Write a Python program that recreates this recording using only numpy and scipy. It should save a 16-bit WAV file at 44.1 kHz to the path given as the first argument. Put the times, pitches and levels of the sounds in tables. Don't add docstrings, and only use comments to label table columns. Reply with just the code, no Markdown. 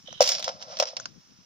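import sys
import numpy as np
from scipy.fft import rfft, irfft, next_fast_len
from scipy.io import wavfile
from scipy.ndimage import uniform_filter1d, map_coordinates

SR = 44100
rng = np.random.default_rng(int(sys.argv[2]) if len(sys.argv) > 2 else 0)


def wrap_up_sound(samples):
    columns = np.atleast_2d(samples).T
    tamed = np.clip(columns, -1, 1)
    steps = np.round(tamed * 32767).astype(np.int16)
    wavfile.write(sys.argv[1], SR, steps)


N = 63945
FFT = next_fast_len(N + SR // 2, True)
HZ = np.fft.rfftfreq(FFT, 1 / SR)
T = np.arange(N) / SR
TREBLE_SHARE = 1 / (1 + (7070 / (HZ + 1)) ** 10)

def amp(db):
    return 10 ** (np.asarray(db) / 20)

def unit(x):
    return x / np.sqrt(np.mean(x ** 2) + 1e-20)

def crest(x):
    return x / np.sqrt(uniform_filter1d(np.mean(x ** 2, 0), 44).max())

def along(points):
    hz, values = np.transpose(points)
    return np.interp(np.log(HZ + 1), np.log(hz + 1), values)

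def sides(db):
    return amp(np.array([np.atleast_1d(db), -np.atleast_1d(db)]) / 2)

def causal(db):
    cepstrum = irfft(np.log(amp(db) + 1e-6))
    half = len(cepstrum) // 2
    cepstrum[1:half] *= 2
    cepstrum[half + 1:] = 0
    return np.exp(rfft(cepstrum))

def filtered(x, response):
    return irfft(rfft(x, FFT) * response, FFT)[..., :N]

def add(out, start, sound):
    i = max(round(start * SR), 0)
    out[:, i:i + sound.shape[1]] += sound[:, :N - i]

def hiss(spectrum):
    return unit(filtered(rng.standard_normal((2, N)), amp(along(spectrum))))

def wobble(knots_per_s):
    return map_coordinates(rng.standard_normal(int(N * knots_per_s / SR) + 4), [T * knots_per_s])

# frequency in Hz, level in dB.
GARDEN_SPECTRUM = [(500, -7), (1400, 1.5), (2100, -5), (3000, -5), (4200, -25), (5600, 6.5), (6300, 1),
                   (8200, -23.5), (11500, -18), (13000, -34), (15200, -11.5), (16500, -49)]
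def garden():
    return amp(-64) * hiss(GARDEN_SPECTRUM) * sides(db=-2.0)

# frequency in Hz, level in dB.
RUMBLE_SPECTRUM = [(25, -16.5), (60, -19.5), (125, -0.5), (220, -3), (320, -11), (450, -17), (3000, -77.5)]
# time in seconds, level in dB.
RUMBLE_LEVELS = [(0, -75.5), (.11, -58), (.17, -68.5), (.33, -64), (.64, -65), (.93, -72.5), (1.05, -63.5),
                 (1.17, -61), (1.235, -78), (1.3, -63.5), (1.43, -76.5)]
# start in seconds, level in dB.
FINGER_BUMPS = [(.042, -54.5), (1.179, -53), (1.388, -55.5)]
def hands():
    bump_hz, rise_s, t60_s = 189, 0.0069, 0.023
    level_db = np.interp(T, *np.transpose(RUMBLE_LEVELS)) + 3.0 * wobble(55)
    out = amp(level_db) * hiss(RUMBLE_SPECTRUM)
    envelope = (1 - np.exp(-T / rise_s)) * amp(-60 * T / t60_s)
    bump = crest(envelope * np.sin(2 * np.pi * bump_hz * T)[None])
    for start, db in FINGER_BUMPS:
        add(out, start, amp(db) * bump)
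    return out * sides(db=16)

# frequency in Hz, level in dB.
SLIDE_SPECTRUM = [(500, -15), (2600, -16.5), (3050, 6.5), (3500, -4), (3850, 0.5), (4400, -19), (6000, -12),
                  (8000, -49)]
def slide():
    start_s, rise_s, end_s, fall_s = 0.048, 0.032, 0.21, 0.0045
    stroke = np.clip((T - start_s) / rise_s, 0, 1) * np.clip((end_s - T) / fall_s, 0, 1)
    return amp(-48.5 + 2.7 * wobble(130)) * stroke * hiss(SLIDE_SPECTRUM) * sides(db=-7)

# frequency in Hz, lead of the left channel in radians.
LEFT_LEAD = [(380, -1), (780, 1), (1000, 1.5), (1250, 4), (1750, 4), (2500, 7.5), (3400, 7.5), (4300, 5),
             (5300, 4.5)]
def arrival():
    return np.array([np.ones(len(HZ)), np.exp(-1j * along(LEFT_LEAD))])

def bright_peak_db(pitch_hz, height_db=8.5, width_octaves=0.15):
    return height_db * np.exp(-(np.log2((HZ + 1) / pitch_hz) / width_octaves) ** 2)

def impacts(rows, spectrum, rise_s, t60_s, tail_db, tail_t60_s, size=4096):
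    out, t, hz = np.zeros((2, N)), np.arange(size) / SR, np.fft.rfftfreq(size, 1 / SR)
    envelope = (1 - np.exp(-t / rise_s)) * (amp(-60 * t / t60_s) + amp(tail_db - 60 * t / tail_t60_s))
    phase = np.array([np.interp(hz, HZ, channel) for channel in arrival()])
    tone = rfft(irfft(causal(along(spectrum)), FFT)[:size]) * phase
    for start, db, pitch_hz, treble_db in rows:
        crack = (rng.standard_normal(size) + rng.standard_normal((2, size))) * envelope
        colour = causal(np.interp(hz, HZ, bright_peak_db(pitch_hz) + treble_db * TREBLE_SHARE))
        impact = irfft(rfft(crack) * tone * colour)[:, :size // 2]
        add(out, start, amp(db) * crest(impact))
    return out

def ringing(modes, rise_s=0.00039):
    t = np.arange(SR // 4) / SR
    tones = sum(amp(db - 60 * t / t60) * np.sin(2 * np.pi * (hz * t + rng.random((2, 1))))
                for hz, db, t60 in modes)
    return tones * (1 - np.exp(-t / rise_s))

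# start in seconds, level in dB, pitch in Hz, treble in dB.
FINGER_SNAPS = [(.9991, -35.5, 6100, -7), (1.0562, -28, 4860, -12)]
# frequency in Hz, level in dB.
SNAP_SPECTRUM = [(200, -23.5), (700, -10), (1450, -4), (2000, -16.5), (3600, -13.5), (6600, -3.5),
                 (8200, -37), (16000, -61)]
# frequency in Hz, level in dB, T60 in seconds.
WOODY_MODES = [(1470, -5.5, 0.013), (2690, -19, 0.015), (5150, -2, 0.0066), (6420, -16, 0.017)]
# frequency in Hz, level in dB, T60 in seconds.
PING_MODES = [(6200, -31, 0.043), (6960, -43, 0.052)]
def snaps():
    out = impacts(FINGER_SNAPS, SNAP_SPECTRUM, rise_s=0.0001, t60_s=0.013, tail_db=-23, tail_t60_s=0.11)
    for start, db, _, _ in FINGER_SNAPS:
        add(out, start, amp(db + 1.5) * crest(ringing(WOODY_MODES)))
    add(out, FINGER_SNAPS[0][0], ringing(PING_MODES))
    return out * sides(db=4.5)

def collisions(per_s=2400, spread_db=0.5):
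    hits = rng.random(N) < per_s / SR
    return hits * rng.choice([-1, 1], N) * amp(spread_db * np.clip(rng.standard_normal(N), -2, 2))

# frequency in Hz, gain in dB.
CONTAINER_SPECTRUM = [(30, -46.5), (380, -32.5), (450, -16), (510, 5), (620, 2.5), (730, -1), (830, -11),
                      (1050, -11.5), (1300, -11), (1900, -31), (4000, -62), (9000, -77.5)]
def container(hardness):
    octaves = np.log2(np.clip(HZ, 400, 2000) / 400)
    return causal(along(CONTAINER_SPECTRUM) + hardness * octaves) * arrival()

# time in seconds, rattle level in dB, container murmur level in dB.
LOOSE_LEVELS = [(0.203, -60, -84), (0.216, -22.5, -25), (.25, -29.5, -38.5), (.29, -27, -39.5),
                (.335, -29, -44.5), (0.374, -36, -47), (.435, -45.5, -45.5), (0.453, -37.5, -48.5),
                (0.494, -39.5, -34), (.53, -48.5, -51), (0.589, -55.5, -54.5), (0.616, -41.5, -47.5),
                (0.666, -53.5, -53), (0.722, -42.5, -43.5), (0.785, -48, -50), (0.806, -23.5, -34.5),
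                (0.848, -63, -42), (0.879, -35, -43), (0.913, -47, -51.5), (0.956, -56.5, -58),
                (1.002, -48, -51), (1.039, -51.5, -61.5), (1.13, -62, -83)]
def loose_envelopes():
    times, rattle_db, murmur_db = np.transpose(LOOSE_LEVELS)
    return amp(np.interp(T, times, rattle_db)), amp(np.interp(T, times, murmur_db))

def murmur():
    return unit(filtered(collisions(), container(hardness=5.55)))

# start in seconds, level in dB, hardness in dB per octave.
LANDINGS = [(.0835, -41.5, -6.5), (0.1275, -37, 12.5), (0.2061, -7, -3.5), (0.2182, -16, -5.5),
            (.3955, -34.5, 5), (0.4791, -21, 8), (.4898, -30, 6), (.4955, -31.5, 3.5), (0.8, -18.5, 2),
            (0.8239, -19, 3.5), (0.8328, -23, 13), (.932, -39, -3), (.9685, -38.5, 8)]
def knocks():
    out = np.zeros((2, N))
    for start, db, hardness in LANDINGS:
        delay = np.exp(-2j * np.pi * HZ * start)
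        out += amp(db) * crest(irfft(container(hardness) * delay, FFT)[:, :N])
    return out

# frequency in Hz, level in dB.
CLATTER_SPECTRUM = [(100, -30), (380, -24.5), (550, -16.5), (1400, -12), (1950, -13), (3100, -8),
                    (4500, -4.5), (5900, -5), (6800, -11.5), (8300, -34), (10500, -32.5), (12500, -40.5),
                    (14000, -44), (15100, -28), (16300, -49.5)]
# time in seconds, treble gain in dB.
RATTLE_TREBLE = [(.29, 7.5), (.4, -6.5), (.55, -15), (.83, -7.5), (.96, -18)]
def rattle():
    swarm = collisions() + 0.67 * np.array([collisions(), collisions()])
    response = causal(along(CLATTER_SPECTRUM) + bright_peak_db(pitch_hz=5330)) * arrival()
    noise = unit(filtered(swarm, response))
    treble_gain = amp(np.interp(T, *np.transpose(RATTLE_TREBLE)))
    return noise + (treble_gain - 1) * filtered(noise, TREBLE_SHARE)

# start in seconds, level in dB, pitch in Hz, treble in dB.
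BEAD_CLICKS = [(.1265, -36.5, 6050, -3), (.2066, -13, 5350, 8), (.2186, -16.5, 5500, 8.5),
               (.2255, -15.5, 4770, 16.5), (.2402, -20.5, 5200, 7), (.2648, -25.5, 5360, 8.5),
               (.275, -17.5, 4840, 9), (.2895, -15.5, 5220, 13), (.3184, -15, 5200, 3.5),
               (.3355, -34, 5840, 14.5), (.349, -24, 5260, -3.5), (.3828, -30, 4970, -5),
               (.3945, -33, 8760, 12.5), (.4, -29.5, 4400, 0), (.4255, -28, 3470, 5),
               (.4424, -21, 5600, 5.5), (.451, -34.5, 5130, -0.5), (.4795, -24.5, 5370, 0),
               (.4898, -27.5, 5300, -3.5), (.6245, -32, 5700, -2), (.7695, -29.5, 5460, -15),
               (.788, -27, 5400, 4.5), (.799, -14, 5350, 4), (.8252, -21, 5500, 0.5),
               (.836, -27, 5440, -3.5), (.854, -30, 5200, -10), (.8706, -32.5, 5440, -7),
               (.9674, -24, 5440, -10)]
def clicks():
    return impacts(BEAD_CLICKS, CLATTER_SPECTRUM, rise_s=0.0017, t60_s=0.0088,
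                   tail_db=-14.5, tail_t60_s=0.044)

# frequency in Hz, relative gain in dB.
BEAD_MODES = [(3700, -6), (4930, -16), (5060, -10), (5305, -12), (5410, -7), (5695, -16.5), (6090, -11.5)]
# frequency in Hz, left over right in dB.
BEAD_BALANCE = [(400, 1), (1900, 2.5), (2400, -2), (3300, -8.5), (4300, -0.5), (5200, -2.5), (6000, -3),
                (7500, 3), (15000, 3.5)]
def beads(excitation, ring_db=-4, t60_s=0.083):
    bandwidth_hz = np.log(1000) / np.pi / t60_s
    damping = 1j * HZ * bandwidth_hz
    ring = sum(amp(db) * damping / (hz ** 2 - HZ ** 2 + damping) for hz, db in BEAD_MODES)
    return filtered(excitation, (1 + amp(ring_db) * ring) * sides(along(BEAD_BALANCE)))

def scene():
    rattle_gain, murmur_gain = loose_envelopes()
    hollow = (murmur_gain * murmur() + knocks()) * sides(db=2.0)
    clatter = beads(rattle_gain * rattle() + clicks())
    return hollow + clatter + snaps() + slide() + hands() + garden()

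def record(dry):
    return filtered(dry, HZ < 16500)

dry = scene()
out = record(dry)
wrap_up_sound(out)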